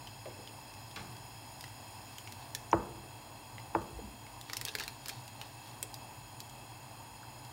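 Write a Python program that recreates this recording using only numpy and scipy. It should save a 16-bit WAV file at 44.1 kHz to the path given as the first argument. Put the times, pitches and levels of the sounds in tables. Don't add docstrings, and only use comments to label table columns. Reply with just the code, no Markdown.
import sys
import numpy as np
from scipy import signal
from scipy.fft import rfft, irfft
from scipy.io import wavfile

SR = 44100
rng = np.random.default_rng(int(sys.argv[2]) if len(sys.argv) > 2 else 0)


def int16_out(signal):
    q = np.round(np.clip(np.atleast_2d(signal).T, -1, 1) * 32767)
    wavfile.write(sys.argv[1], SR, q.astype(np.int16))


N = 331894

# [f/Hz, t60/s]
ROOM_DECAY = [(60, 1), (200, 1), (500, 0.89), (1200, 0.51), (4000, 0.36), (15000, 0.83)]


def amp(db):
    return 10 ** (np.asarray(db) / 20)


def unit(x):
    return x / np.sqrt(np.mean(x ** 2) + 1e-20)


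def read(points, hz):
    f, value = np.transpose(points)
    return np.interp(np.log(hz + 1), np.log(f + 1), value)


def add(mix, s, sound):
    part = mix[round(s * SR):][:len(sound)]
    part += sound[:len(part)]


def noise(gain, size):
    spectrum = rfft(rng.standard_normal(size))
    return unit(irfft(spectrum * gain(np.fft.rfftfreq(size, 1 / SR)), size))


def hump(hz, centre_hz, octaves):
    return np.exp(-.5 * (np.log2((hz + 1) / centre_hz) / octaves) ** 2)


def drift(rate):
    return noise(lambda hz: np.exp(-(hz / rate) ** 2) * (hz > 0), N)


def ring(modes, t, pitch, length, rise_cycles):
    total = np.zeros(len(t))
    for hz, db, t60 in modes:
        rise = 1 - np.exp(-(t * hz / rise_cycles) ** 2)
        decay = amp(db - 60 * t / (t60 * length))
        total += decay * rise * np.sin(2 * np.pi * hz * pitch * t)
    return total


def scatter(x, decay, delay):
    taps = rng.choice([-1., 1.], SR) * (rng.random(SR) < 1 / 10)
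    hz, t, z = signal.stft(taps, SR, nperseg=256)
    fade = amp(-60 * t / read(decay, hz)[:, None])
    tail = signal.istft(z * fade, SR, nperseg=256)[1]
    tail = np.r_[np.zeros(round(delay * SR)), tail / np.linalg.norm(tail)]
    return signal.fftconvolve(x, tail)[:N]


def soften(x, edge_hz, order=2):
    return signal.sosfilt(signal.butter(order, edge_hz, fs=SR, output="sos"), x)


def burner():
    # [f/Hz, level/dB per Hz]
    flame_spectrum = [(25, -48), (36, -18), (48, -4), (70, -15), (110, 3.5), (132, 0), (155, -15),
                      (260, -10.5), (450, -18.5), (570, -15.5), (780, -8), (920, -6), (1300, -21.5),
                      (2500, -58.5)]
    # [f/Hz, level/dB per Hz]
    jet_spectrum = [(600, -81), (1500, 3), (2200, 0), (3000, -5.5), (3700, -6), (4700, 0.5), (5350, -2),
                    (5800, -9.5), (6500, -11), (7800, -5), (10500, -6), (12000, -13), (13000, -16),
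                    (14400, -5), (15800, -19)]
    # [f/Hz, width/Hz, level/dB]
    tube_modes = [(2632, 132, 10), (3266, 143, 7.5), (4123, 62, 7.5), (5056, 57, 8.5), (6852, 166, 8.5),
                  (8580, 110, -3), (8855, 110, 3.5), (9624, 47, 10.5), (12130, 420, -2), (14200, 260, -3),
                  (15580, 190, -1)]
    # [t/s, level/dB]
    gas_level = [(0, -55.5), (2.3, -54.5), (2.8, -56), (4.2, -56), (5.6, -55.5), (7.5, -56)]
    # [t/s, level/dB]
    sizzle_level = [(0, -64.5), (2.2, -65.5), (2.6, -88), (3.0, -80)]
    flame_db = -51.5

    def tube(hz):
        peaks = sum(amp(db) ** 2 / (1 + 2 * ((hz - f) / width) ** 2) ** 2 for f, width, db in tube_modes)
        return np.sqrt(amp(read(jet_spectrum, hz)) ** 2 + peaks)

    t = np.arange(N) / SR
    flame = noise(lambda hz: amp(read(flame_spectrum, hz)), N)
    flame *= amp(flame_db + 0.75 * drift(rate=6.8))
    hiss = noise(tube, N)
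    hiss *= amp(np.interp(t, *np.transpose(gas_level)) + 0.092 * drift(rate=9.5))
    sizzle = noise(lambda hz: hump(hz, centre_hz=5100, octaves=0.072), N)
    sizzle *= amp(np.interp(t, *np.transpose(sizzle_level)))
    return flame + hiss + sizzle


def hum():
    # [f/Hz, level/dB rms]
    hum_tones = [(100, -72), (302, -69)]
    t = np.arange(N) / SR
    return sum(np.sqrt(2) * amp(db) * np.sin(2 * np.pi * (hz * t + rng.random())) for hz, db in hum_tones)


def grip():
    # [t/s at the tightest, level/dB of the crinkling]
    squeezes = [(2.13, -63), (2.41, -60), (4.53, -53), (4.69, -53), (4.82, -48), (5.089, -51.5),
                (5.43, -58), (5.66, -58.5)]
    tighten_db_per_s, relax_db_per_s = 184, 122
    t = np.arange(N) / SR
    levels = [db - np.maximum(tighten_db_per_s * (s - t), relax_db_per_s * (t - s)) for s, db in squeezes]
    return amp(np.max(levels, axis=0))


def crackle():
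    # [t/s, level/dB, low ring f/Hz, high ring f/Hz, sharpness level/dB]
    snaps = [(.0718, -23.5, 3100, 4670, -14), (0.475, -25, 3080, 4350, -12), (1.6092, -29, 3670, 4860, 5),
             (1.6402, -21, 1920, 5000, -6), (2.1833, -22.5, 3140, 6700, -2),
             (2.274, -22.5, 2270, 6780, -15), (2.323, -24, 3120, 4200, 0.5), (2.5494, -15, 3400, 5550, 3.5),
             (3.582, -24, 2000, 5280, -18), (4.266, -27.5, 2180, 3820, -14), (4.4124, -28, 3450, 4000, 3.5),
             (4.4981, -15.5, 2280, 5960, -13), (4.533, -15.5, 1920, 5100, -0.5),
             (4.5686, -19, 2670, 5320, 7), (4.613, -18, 1930, 4320, 4), (4.651, -20.5, 3560, 4400, 10.5),
             (4.6625, -18, 2530, 4150, -12), (4.6774, -17, 1690, 4430, -9), (4.684, -16, 3750, 4300, -6),
             (4.6906, -16, 2650, 3870, -15), (4.752, -8.5, 1730, 4270, -6), (4.786, -17.5, 2560, 4740, -5),
             (4.7983, -17, 2370, 4660, -0.5), (4.8058, -16.5, 1680, 3660, -9),
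             (4.837, -22.5, 1860, 4760, 1), (4.879, -17.5, 2320, 4180, 1), (5.0589, -25, 2350, 4800, 4),
             (5.0834, -25.5, 1700, 6630, 12), (5.0927, -19.5, 1750, 4600, 3.5),
             (5.097, -20, 2430, 5190, -2), (5.279, -28.5, 2860, 4820, 2.5), (5.414, -19, 2890, 4100, -5),
             (5.828, -15.5, 3300, 7780, 4.5), (5.9419, -26, 3570, 4860, 4.5),
             (6.4035, -31, 3270, 4540, 10.5), (6.497, -31, 3240, 6900, -5)]
    base_t60_s, t60_spread = 0.019, 0.11
    patch_width_hz = 1720
    fizz_db = -4
    crack_db, crack_t60_s = -5.5, 0.0039
    creases_per_s = 690
    strays_per_s, stray_db, stray_sharp_db = 1.2, -32.5, -2
    stray_low_hz, stray_high_hz = (2120, 3570), 4760
    t, out = np.arange(2048) / SR, np.zeros(N)

    def burst(centre_hz, octaves, t60):
        attack = 1 - np.exp(-t / .00015)
        x = noise(lambda hz: hump(hz, centre_hz, octaves), len(t)) * attack * amp(-60 * t / t60)
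        return x / np.linalg.norm(x)

    def patch(hz, t60):
        tone = np.sin(2 * np.pi * hz * t) * amp(-60 * t / t60)
        tone /= np.linalg.norm(tone)
        rough = burst(hz, octaves=np.log2(1 + patch_width_hz / hz), t60=t60)
        return amp(-3.5) * tone + amp(-2.5) * rough

    def snap(low_hz, high_hz, sharp_db):
        t60 = base_t60_s * np.exp(t60_spread * rng.standard_normal())
        fizz = amp(fizz_db) * burst(centre_hz=10500, octaves=0.98, t60=t60 * 1.2)
        flex = amp(-14.5) * burst(centre_hz=403, octaves=0.28, t60=0.12)
        crack = amp(crack_db) * burst(centre_hz=7500, octaves=0.96, t60=crack_t60_s)
        low = patch(low_hz, t60 * 1.05)
        high = amp(-1.0) * patch(high_hz, t60 * 0.7)
        return low + amp(sharp_db) * (high + fizz + crack) + flex

    for s, db, low_hz, high_hz, sharp_db in snaps:
        add(out, s, amp(db) * snap(low_hz, high_hz, sharp_db))
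    creases = (rng.random(N) < creases_per_s / SR) * rng.standard_normal(N)
    creases = unit(signal.oaconvolve(creases, burst(centre_hz=2860, octaves=0.94, t60=0.014))[:N])
    out = out + creases * grip()
    for at in np.flatnonzero(rng.random(N) < strays_per_s / SR):
        stray = snap(rng.uniform(*stray_low_hz), stray_high_hz, stray_sharp_db)
        add(out, at / SR, amp(stray_db) * stray)
    near = scatter(out, [(1500, 0.096), (12000, 0.071)], delay=0.004)
    room = scatter(soften(out, edge_hz=7300), ROOM_DECAY, delay=.009)
    return out + amp(-10) * near + amp(-14.0) * room


def bumps():
    # [t/s, peak level/dB, centre f/Hz, width/octaves, room level/dB]
    blows = [(0.255, -43, 1000, 1, 2.5), (.257, -37.5, 550, 0.19, -7.5), (.272, -45, 310, 0.2, -2),
             (.387, -42.5, 400, 1, 0), (2.549, -37, 1770, .14, -8), (2.7142, -34.5, 6050, .1, -19),
             (3.926, -41, 62, 0.18, -12), (3.988, -38.5, 446, 0.44, -14), (4.015, -45, 218, 0.26, -5),
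             (5.829, -48, 445, 0.26, -10), (7.23, -45.5, 1360, .22, -16)]
    reference_hz, rise_s, t60_s, law = 500, .003, 0.072, 0.76
    t, direct, sent = np.arange(SR) / SR, np.zeros(N), np.zeros(N)
    for s, db, centre_hz, octaves, room_db in blows:
        age = t * (centre_hz / reference_hz) ** law
        shape = (1 - np.exp(-age / rise_s)) * amp(-60 * age / t60_s)
        blow = noise(lambda hz: hump(hz, centre_hz, octaves), len(t)) * shape
        blow *= amp(db) / abs(blow).max()
        add(direct, s, blow)
        add(sent, s, amp(room_db) * blow)
    return direct + scatter(sent, ROOM_DECAY, delay=0.00814)


def distant_knock():
    # [f/Hz, level/dB per Hz]
    knock_spectrum = [(50, 1), (120, 14), (300, 2), (700, -8), (1200, 1.5), (2000, -2), (3000, 3.5),
                      (4900, 0), (6500, -9), (15000, -22)]
    # [f/Hz, t60/s]
    knock_decay = [(120, 0.44), (1100, 0.22), (3000, 0.062), (9000, 0.04)]
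    start_s, level_db, room_db = 0.96, -35.5, -0.5
    rise_cycles = 4.4
    source = noise(lambda hz: amp(read(knock_spectrum, hz)), SR)
    hz, t, z = signal.stft(source, SR, nperseg=256)
    rise = 1 - np.exp(-(t + t[1] / 2) * hz[:, None] / rise_cycles)
    fade = amp(-60 * t / read(knock_decay, hz)[:, None])
    out = np.zeros(N)
    add(out, start_s, amp(level_db) * signal.istft(z * rise * fade, SR, nperseg=256)[1])
    return out + amp(room_db) * scatter(out, ROOM_DECAY, delay=0.0073)


def mug():
    # [t/s, clack level/dB, clack pitch factor, clack ring factor, worktop level/dB]
    knocks = [(2.729, 0.5, 0.98, 1, 4.5), (3.7485, -11, 0.93, 1.83, -0.5)]
    # [f/Hz, level/dB, t60/s]
    clack_modes = [(468, 8.5, 0.0085), (956, 0.5, 0.016), (1026, -2.5, 0.014), (1280, -11.5, 0.016),
                   (1545, -8.5, 0.0089), (1850, -13, 0.0081), (2470, -17, 0.0077), (2760, -14.5, 0.0056),
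                   (3920, -34, 0.0069)]
    # [f/Hz, level/dB, t60/s]
    worktop_modes = [(60, -40, 0.36), (104, -37, 0.26), (131, -55, 0.12), (200, -42.5, 0.45),
                     (341, -26.5, 0.2), (440, -26.5, 0.082), (501, -37.5, 0.21), (592, -33.5, 0.099),
                     (680, -43, 0.072)]
    t, out, blows = np.arange(SR) / SR, np.zeros(N), np.zeros(N)
    for s, db, pitch, length, worktop_db in knocks:
        add(out, s, amp(db) * ring(clack_modes, t, pitch, length, rise_cycles=3.26))
        worktop = ring(worktop_modes, t, pitch=0.98, length=0.83, rise_cycles=1.0)
        add(out, s + 0.0016, amp(worktop_db) * worktop)
        add(blows, s, amp([worktop_db]))
    thud = soften(blows - soften(blows, edge_hz=90, order=1), edge_hz=1250, order=5)
    near = scatter(thud, [(200, 0.12), (1500, 0.073)], delay=.007)
    sent = amp(-15.0) * soften(out, edge_hz=750) + amp(3.0) * thud
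    return out + amp(6.5) * near + scatter(sent, ROOM_DECAY, delay=.03)


def scene():
    return (burner() + hum() + crackle() + bumps() + distant_knock() + mug())[None]


def record(dry):
    thin = signal.sosfilt(signal.butter(8, 39, "high", fs=SR, output="sos"), dry)
    edge_hz = 15950
    band_limit = signal.firwin(511, edge_hz, window=("kaiser", 9), fs=SR)
    return signal.oaconvolve(thin, band_limit[None], "same")


dry = scene()
out = record(dry)
int16_out(out)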